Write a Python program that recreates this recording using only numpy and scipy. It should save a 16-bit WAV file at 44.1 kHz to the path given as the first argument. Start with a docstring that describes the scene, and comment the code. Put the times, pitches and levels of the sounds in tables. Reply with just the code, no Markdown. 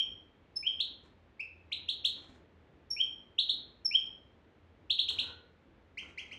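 """A goldfinch calls in a wire cage: quick whistles, each a nearly pure swept tone with overtones and rasp.
It flutters (shaped, dull noise); claws make the bars ring faintly (decaying sines); low noise swells with notes.
The quiet, bare-walled room adds early echoes and a diffuse tail (convolution with shaped noise).
Behind lie a swaying room tone and a low hum; three soft, reedy chips end the scene."""
import sys
import numpy as np
from scipy import signal
from scipy.fft import rfft, irfft
from scipy.io import wavfile
from scipy.ndimage import uniform_filter1d

SR = 44100
rng = np.random.default_rng(int(sys.argv[2]) if len(sys.argv) > 2 else 0)


def unload_audio(sound):
    """Save the sound as a 16-bit wav file, at the path given as the first command line argument."""
    columns = np.transpose(np.atleast_2d(sound))
    # keep every value between -1 and 1, then stretch to whole-number steps
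    steps = np.round(np.clip(columns, -1, 1) * 32767)
    wavfile.write(sys.argv[1], SR, steps.astype(np.int16))


N = 281358
LEAD_SAMPLES = SR // 4   # song before time zero, whose tails still ring

# Note levels are relative: sing() adds a gain, a shape and a swell. Overtones are relative to the note.
# Rising twits: start_s, start_hz, level_db, overtone_db
TWIT_NOTES = [(.7956, 2464, -23, -33.5), (1.7112, 1923, -31.5, -28.5), (1.882, 2470, -24.5, -29.5),
              (2.0425, 2480, -20.5, -25), (3.3805, 2584, -19, -35), (3.4873, 2810, -21, -34),
              (4.897, 2480, -20.5, -33.5), (4.9846, 2512, -20, -35), (5.0802, 2347, -24.5, -24),
              (5.1801, 2188, -24, -27.5)]
# Two-note calls, a thin "tsee" and a slurred "wee": tsee_start_s, tsee_start_hz, tsee_end_hz,
# tsee_level_db, tsee_overtone_db, wee_after_s, wee_level_db, facing_microphone_db
TWO_NOTE_CALLS = [(-.108, 5710, 5420, -30, -35, 0.067, -23, -.5),
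                  (0.5565, 5210, 5260, -29.3, -22.5, 0.071, -21.5, -1),
                  (2.9016, 5666, 5410, -25.5, -27.5, 0.062, -20.5, -.5),
                  (3.847, 5635, 5238, -23.5, -33, .0631, -19.3, 3)]
# Soft chips: start_s, length_s, start_hz, end_hz, level_db, overtone_db
CHIP_NOTES = [(1.3936, 0.021, 2158, 2693, -33, -25.5), (5.9724, 0.031, 1950, 3289, -37, -20),
              (6.1753, .0339, 1920, 3400, -38.5, -17.5), (6.3107, .036, 1920, 3310, -43, -19)]
# Gesture of each kind of note: length_share, glide_share, level_db
TWIT_GESTURE = [(0, 0.01, -26), (.2, .16, -16.5), (.35, .41, 0), (.5, 0.64, -1), (.65, 0.825, -3.5),
                (.82, 0.99, -5.5), (1.001, 0.98, -16.5)]
TSEE_GESTURE = [(0, 0.016, -23.5), (.25, 0.369, -10.5), (.6, .75, 1.5), (1, 0.96, -10)]
WEE_GESTURE = [(0, 0.072, -22.5), (.15, 0.13, -17.5), (.4, .48, -26), (.62, .68, -14.5), (.78, .82, 1.4),
               (.92, 1.0252, -2), (1, 0.983, -9.5)]
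CHIP_GESTURE = [(0, 0.0225, -10.5), (.2, 0.1316, -1.5), (.45, .5, -1.5), (.7, .85, -0.5), (1, 0.97, -11.5)]
# Bouts of wingbeats and shuffling: start_s, length_s, first_beat_db
FLUTTER_BOUTS = [(1.012, .03, -67), (2.137, .2, -60), (5.071, .2, -56), (5.995, .09, -59), (6.18, .14, -63)]
# Relative spectrum of the wingbeats and the low swells: freq_hz, density_db_per_hz
DULL_SPECTRUM = [(25, -14.5), (50, 0), (85, 11), (150, -2.5), (280, 6), (400, -1.5), (600, -6), (900, -5.5),
                 (2000, -10), (4500, -23), (7000, -22), (12000, -46.5)]
# Claws on the bars: start_s, relative_level_db
CLAW_CATCHES = [(5.105, -65), (5.232, -57.5), (5.275, -56), (6.015, -63)]
# Groups of wires that ring at nearly one pitch: centre_hz, spread_hz, relative_level_db, t60_s
WIRE_GROUPS = [(499, 53, -4.5, 1), (903.6, 121, -2, 0.35), (1510, 160, -0.5, 0.65)]
# Early echoes from cage, wall and furniture: delay_s, level_db
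EARLY_ECHOES = [(.0021, -13), (.004, -16), (0.015, -14.5), (.021, -15.5), (0.0264, -15), (0.042, -13)]
# Ring of the room: freq_hz, t60_s
ROOM_RING = [(300, 0.42), (2000, .44), (3500, 0.39), (5500, 0.39), (8000, 0.16), (12000, .28)]
# Relative spectrum of the room tone: freq_hz, density_db_per_hz
ROOM_TONE_SPECTRUM = [(20, -31.5), (32, -17), (55, 2), (140, -5.5), (320, -5), (510, -9), (770, -15),
                      (880, -13.5), (1000, -17), (2000, -20), (3500, -27), (5000, -38.5), (7000, -44),
                      (9000, -53.5)]
# Hum level before hum_gain_db: time_s, relative_level_db
HUM_CURVE = [(0, -73), (2.5, -69.5), (3.6, -80), (4.3, -70), (5.25, -65), (5.55, -72), (6.38, -72.5)]

# LATENESS: exponent on time in the glide (1 = even). SWELL: rise over the note.
TWIT_S, TWIT_FACING_DB = .0243, -1.0
# A twit begun below the easy pitch lingers, blooms later and ends lower, per Hz of shortfall.
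EASY_HZ, EASY_END_HZ, EASY_LATENESS, EASY_SWELL_DB = 2446, 4303, .92, -8
LINGER_PER_HZ, BLOOM_DB_PER_HZ, END_DROP_HZ_PER_HZ = .00105, .0741, .4
TSEE_S, TSEE_LATENESS, TSEE_SWELL_DB = .021, 1.15, 1.5
WEE_S, WEE_START_HZ, WEE_END_HZ = .0558, 2230, 3222.5
WEE_LATENESS, WEE_SWELL_DB, WEE_OVERTONE_DB = .74, -.7, -41
# A chip swells if it lies below its strongest pitch and fades if above.
CHIP_LATENESS, CHIP_STRONGEST_HZ, CHIP_SWELL_DB_PER_HZ = .87, 2565, .116
LOW_SWELL_DB, LOW_SWELL_S, LOW_SWELL_TOP_HZ = -66, .26, 1100
WINGBEAT_S, STROKE_S, BEAT_LOSS_DB = .057, .086, .8
AIR_DB = -63.5
CUTOFF_HZ = 13050


def from_db(db):
    """Decibels to gain."""
    return 10 ** (np.asarray(db) / 20)


def rms_one(x):
    """Scale to unit rms."""
    return x / np.sqrt(np.mean(x ** 2) + 1e-20)


def at_hz(points, hz):
    """Read a table on a log-frequency axis."""
    freqs_hz, values = np.transpose(points)
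    return np.interp(np.log(np.maximum(hz, 1)), np.log(freqs_hz), values)


def noise(spectrum, size):
    """Noise of a given spectrum, rms 1."""
    hz = np.arange(size // 2 + 1) * SR / size
    white = rfft(rng.standard_normal(size))
    return rms_one(irfft(white * from_db(at_hz(spectrum, hz)), size))


def waver(rate_hz, size):
    """Random motion about zero: straight lines between unit-spread normal draws."""
    steps = np.arange(size) * rate_hz / SR
    return np.interp(steps, np.arange(1024), rng.standard_normal(1024))


def add(track, start_s, sound):
    """Mix a sound into the track at start_s."""
    start = max(0, LEAD_SAMPLES + round(start_s * SR))
    part = sound[:max(0, len(track) - start)]
    track[start:start + len(part)] += part


def sing(notes, gesture, gain_db, second_db, third_db, fourth_db, overtone_growth, jitter, rasp_db, edge_s):
    """The syrinx sweeps one nearly pure tone per note; returns sound all round and towards the microphone."""
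    all_round, direct = out = np.zeros((2, LEAD_SAMPLES + N))
    along, glide, gesture_db = np.transpose(gesture)
    rasp_spectrum = [(500, -14.5), (2500, -2), (6000, -1), (13000, -20.5)]   # freq_hz, density_db_per_hz
    for (start_s, length_s, start_hz, end_hz, lateness,
         level_db, swell_db, overtone_db, facing_db) in notes:
        u = np.linspace(0, 1, max(8, round(length_s * SR)))
        hz = start_hz + (end_hz - start_hz) * np.interp(u ** lateness, along, glide)
        jittered_hz = hz * (1 + jitter * waver(1000, len(u)))
        phase = 2 * np.pi * np.cumsum(jittered_hz) / SR

        edge_distance_s = np.minimum(u, 1 - u) * length_s
        gate = np.sin(np.pi / 2 * np.clip(edge_distance_s / edge_s, 0, 1)) ** 2
        push = from_db(swell_db * (u - .5) + np.interp(u, along, gesture_db))

        overtones = (from_db(second_db) * np.sin(2 * phase)
                     + from_db(third_db) * np.sin(3 * phase)
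                     + from_db(fourth_db) * np.sin(4 * phase))
        rasp = from_db(rasp_db) * noise(rasp_spectrum, SR // 8)[:len(u)]
        # the throat favours the fundamental as the note swells, so its weak edges are the reediest
        reed = from_db(overtone_db) * push ** overtone_growth * (overtones + rasp)
        note = from_db(gain_db + level_db) * gate * (push * np.sin(phase) + reed)
        add(all_round, start_s, note)
        add(direct, start_s, from_db(facing_db) * note)   # head turn changes only the direct sound
    return out


def twits():
    """Quick upsweeps of one kind; one begun low takes longer to reach full voice."""
    for start_s, start_hz, level_db, overtone_db in TWIT_NOTES:
        short_hz = max(0, EASY_HZ - start_hz)
        end_hz = EASY_END_HZ - END_DROP_HZ_PER_HZ * short_hz
        lateness = EASY_LATENESS + LINGER_PER_HZ * short_hz
        swell_db = EASY_SWELL_DB + BLOOM_DB_PER_HZ * short_hz
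        yield (start_s, TWIT_S, start_hz, end_hz, lateness,
               level_db, swell_db, overtone_db, TWIT_FACING_DB)


def tsees():
    """The high, short opening note of each two-note call."""
    for start_s, start_hz, end_hz, level_db, overtone_db, _, _, facing_db in TWO_NOTE_CALLS:
        yield (start_s, TSEE_S, start_hz, end_hz, TSEE_LATENESS,
               level_db, TSEE_SWELL_DB, overtone_db, facing_db)


def wees():
    """The closing slur, swept alike in every call; timing and strength vary."""
    for start_s, *_, after_s, level_db, facing_db in TWO_NOTE_CALLS:
        yield (start_s + after_s, WEE_S, WEE_START_HZ, WEE_END_HZ, WEE_LATENESS,
               level_db, WEE_SWELL_DB, WEE_OVERTONE_DB, facing_db)


def chips():
    """Low, reedy upsweeps that strengthen towards one favoured pitch."""
    for start_s, length_s, start_hz, end_hz, level_db, overtone_db in CHIP_NOTES:
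        middle_hz = (start_hz + end_hz) / 2
        swell_db = CHIP_SWELL_DB_PER_HZ * (CHIP_STRONGEST_HZ - middle_hz)
        yield (start_s, length_s, start_hz, end_hz, CHIP_LATENESS,
               level_db, swell_db, overtone_db, 0)


def song():
    """All four kinds of note, each with its own gesture and reediness."""
    out = sing(twits(), TWIT_GESTURE, gain_db=.94, second_db=-2, third_db=-13.5, fourth_db=-30,
               overtone_growth=.58, jitter=.0011, rasp_db=-10, edge_s=.0022)
    out += sing(tsees(), TSEE_GESTURE, gain_db=0, second_db=-1, third_db=-30, fourth_db=-40,
                overtone_growth=.4, jitter=.002, rasp_db=-13.5, edge_s=.0023)
    out += sing(wees(), WEE_GESTURE, gain_db=.5, second_db=-1, third_db=-9.5, fourth_db=-25,
                overtone_growth=.85, jitter=.006, rasp_db=-17.5, edge_s=.0017)
    out += sing(chips(), CHIP_GESTURE, gain_db=.33, second_db=.5, third_db=-15, fourth_db=-36,
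                overtone_growth=.8, jitter=.0044, rasp_db=-14, edge_s=.0015)
    return out


def feathers(grain_db=3.5):
    """Wings beat evenly, ever weaker through a bout; each stroke is a soft puff of air with a grainy rustle."""
    out = np.zeros(LEAD_SAMPLES + N)
    stroke = np.hanning(round(STROKE_S * SR))
    for start_s, length_s, first_beat_db in FLUTTER_BOUTS:
        for beat, after_s in enumerate(np.arange(0, length_s, WINGBEAT_S)):
            grain = from_db(grain_db * waver(400, SR // 4))
            rustle = noise(DULL_SPECTRUM, SR // 4) * grain
            beat_db = first_beat_db - BEAT_LOSS_DB * beat
            add(out, start_s + after_s, from_db(beat_db) * stroke * rustle[:len(stroke)])
    return out


def cage(ring_db=-13.5, count=14):
    """Claws catch the bars: each wire keeps its pitch and takes a random strength at each catch."""
    out = np.zeros(LEAD_SAMPLES + N)
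    t = np.arange(SR) / SR
    for centre_hz, spread_hz, group_db, t60_s in WIRE_GROUPS:
        wire_hz = rng.normal(centre_hz, spread_hz, (count, 1))
        wires = np.sin(2 * np.pi * wire_hz * t) * from_db(-60 * t / t60_s)
        for start_s, claw_db in CLAW_CATCHES:
            strengths = rng.standard_normal(count)
            add(out, start_s, from_db(ring_db + claw_db + group_db) * (strengths @ wires))
    return out


def low_swells():
    """A dull low noise swells and fades from the onset of each twit and slur."""
    out = np.zeros(LEAD_SAMPLES + N)
    swell = np.hanning(round(LOW_SWELL_S * SR))
    for start_s, *_ in [*twits(), *wees()]:
        add(out, start_s, from_db(LOW_SWELL_DB) * swell * noise(DULL_SPECTRUM, len(swell)))
    return signal.sosfilt(signal.butter(2, LOW_SWELL_TOP_HZ, fs=SR, output="sos"), out)


def room(x, tail_db=-3.0, build_s=.0053, treble_db=-1.5):
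    """A few distinct echoes plus a diffuse tail whose decay time varies with frequency."""
    t, hz = np.arange(SR) / SR, np.arange(SR // 2 + 1)
    white = rfft(rng.standard_normal(SR))
    tail = np.zeros(SR)
    for centre_hz, t60_s in ROOM_RING:
        share = at_hz([(f, f == centre_hz) for f, _ in ROOM_RING], hz)
        tail += irfft(white * share, SR) * from_db(-60 * t / t60_s)
    tail = rfft(tail * (1 - np.exp(-t / build_s)))
    # the tail is evened out, so neighbouring pitches ring about equally long and loud
    tail /= np.sqrt(uniform_filter1d(np.abs(tail) ** 2, size=60))
    colour_db = tail_db + at_hz([(4500, 0), (9000, treble_db)], hz)
    response = irfft(tail * from_db(colour_db), SR)[:SR * 3 // 4]
    for delay_s, echo_db in EARLY_ECHOES:
        response[round(delay_s * SR)] += from_db(echo_db)
    return signal.fftconvolve(x, response)[LEAD_SAMPLES:LEAD_SAMPLES + N]


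def background(sway_db=1.55, hum_hz=83, hum_gain_db=4.0):
    """Dull room tone whose low part sways, and a low hum of two wavering quadrature sines."""
    t = np.arange(N) / SR
    air = noise(ROOM_TONE_SPECTRUM, N)
    low = signal.sosfilt(signal.butter(1, 700, fs=SR, output="sos"), air)
    air = air + low * (from_db(sway_db * waver(10, N)) - 1)
    hum_db = hum_gain_db + np.interp(t, *np.transpose(HUM_CURVE))
    phase = 2 * np.pi * hum_hz * t
    hum = waver(14, N) * np.sin(phase) + waver(13, N) * np.cos(phase)
    return from_db(AIR_DB) * air + from_db(hum_db) * hum


def scene():
    """Bird, cage and low swells sound directly and through the room, over its quiet background."""
    all_round, direct = song() + feathers() + low_swells() + cage()
    return (direct[LEAD_SAMPLES:] + room(all_round) + background())[None]


def record(dry):
    """Steep elliptic low-pass at the top."""
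    return signal.sosfilt(signal.ellip(10, .2, 80, CUTOFF_HZ, fs=SR, output="sos"), dry)


dry = scene()
out = record(dry)
unload_audio(out)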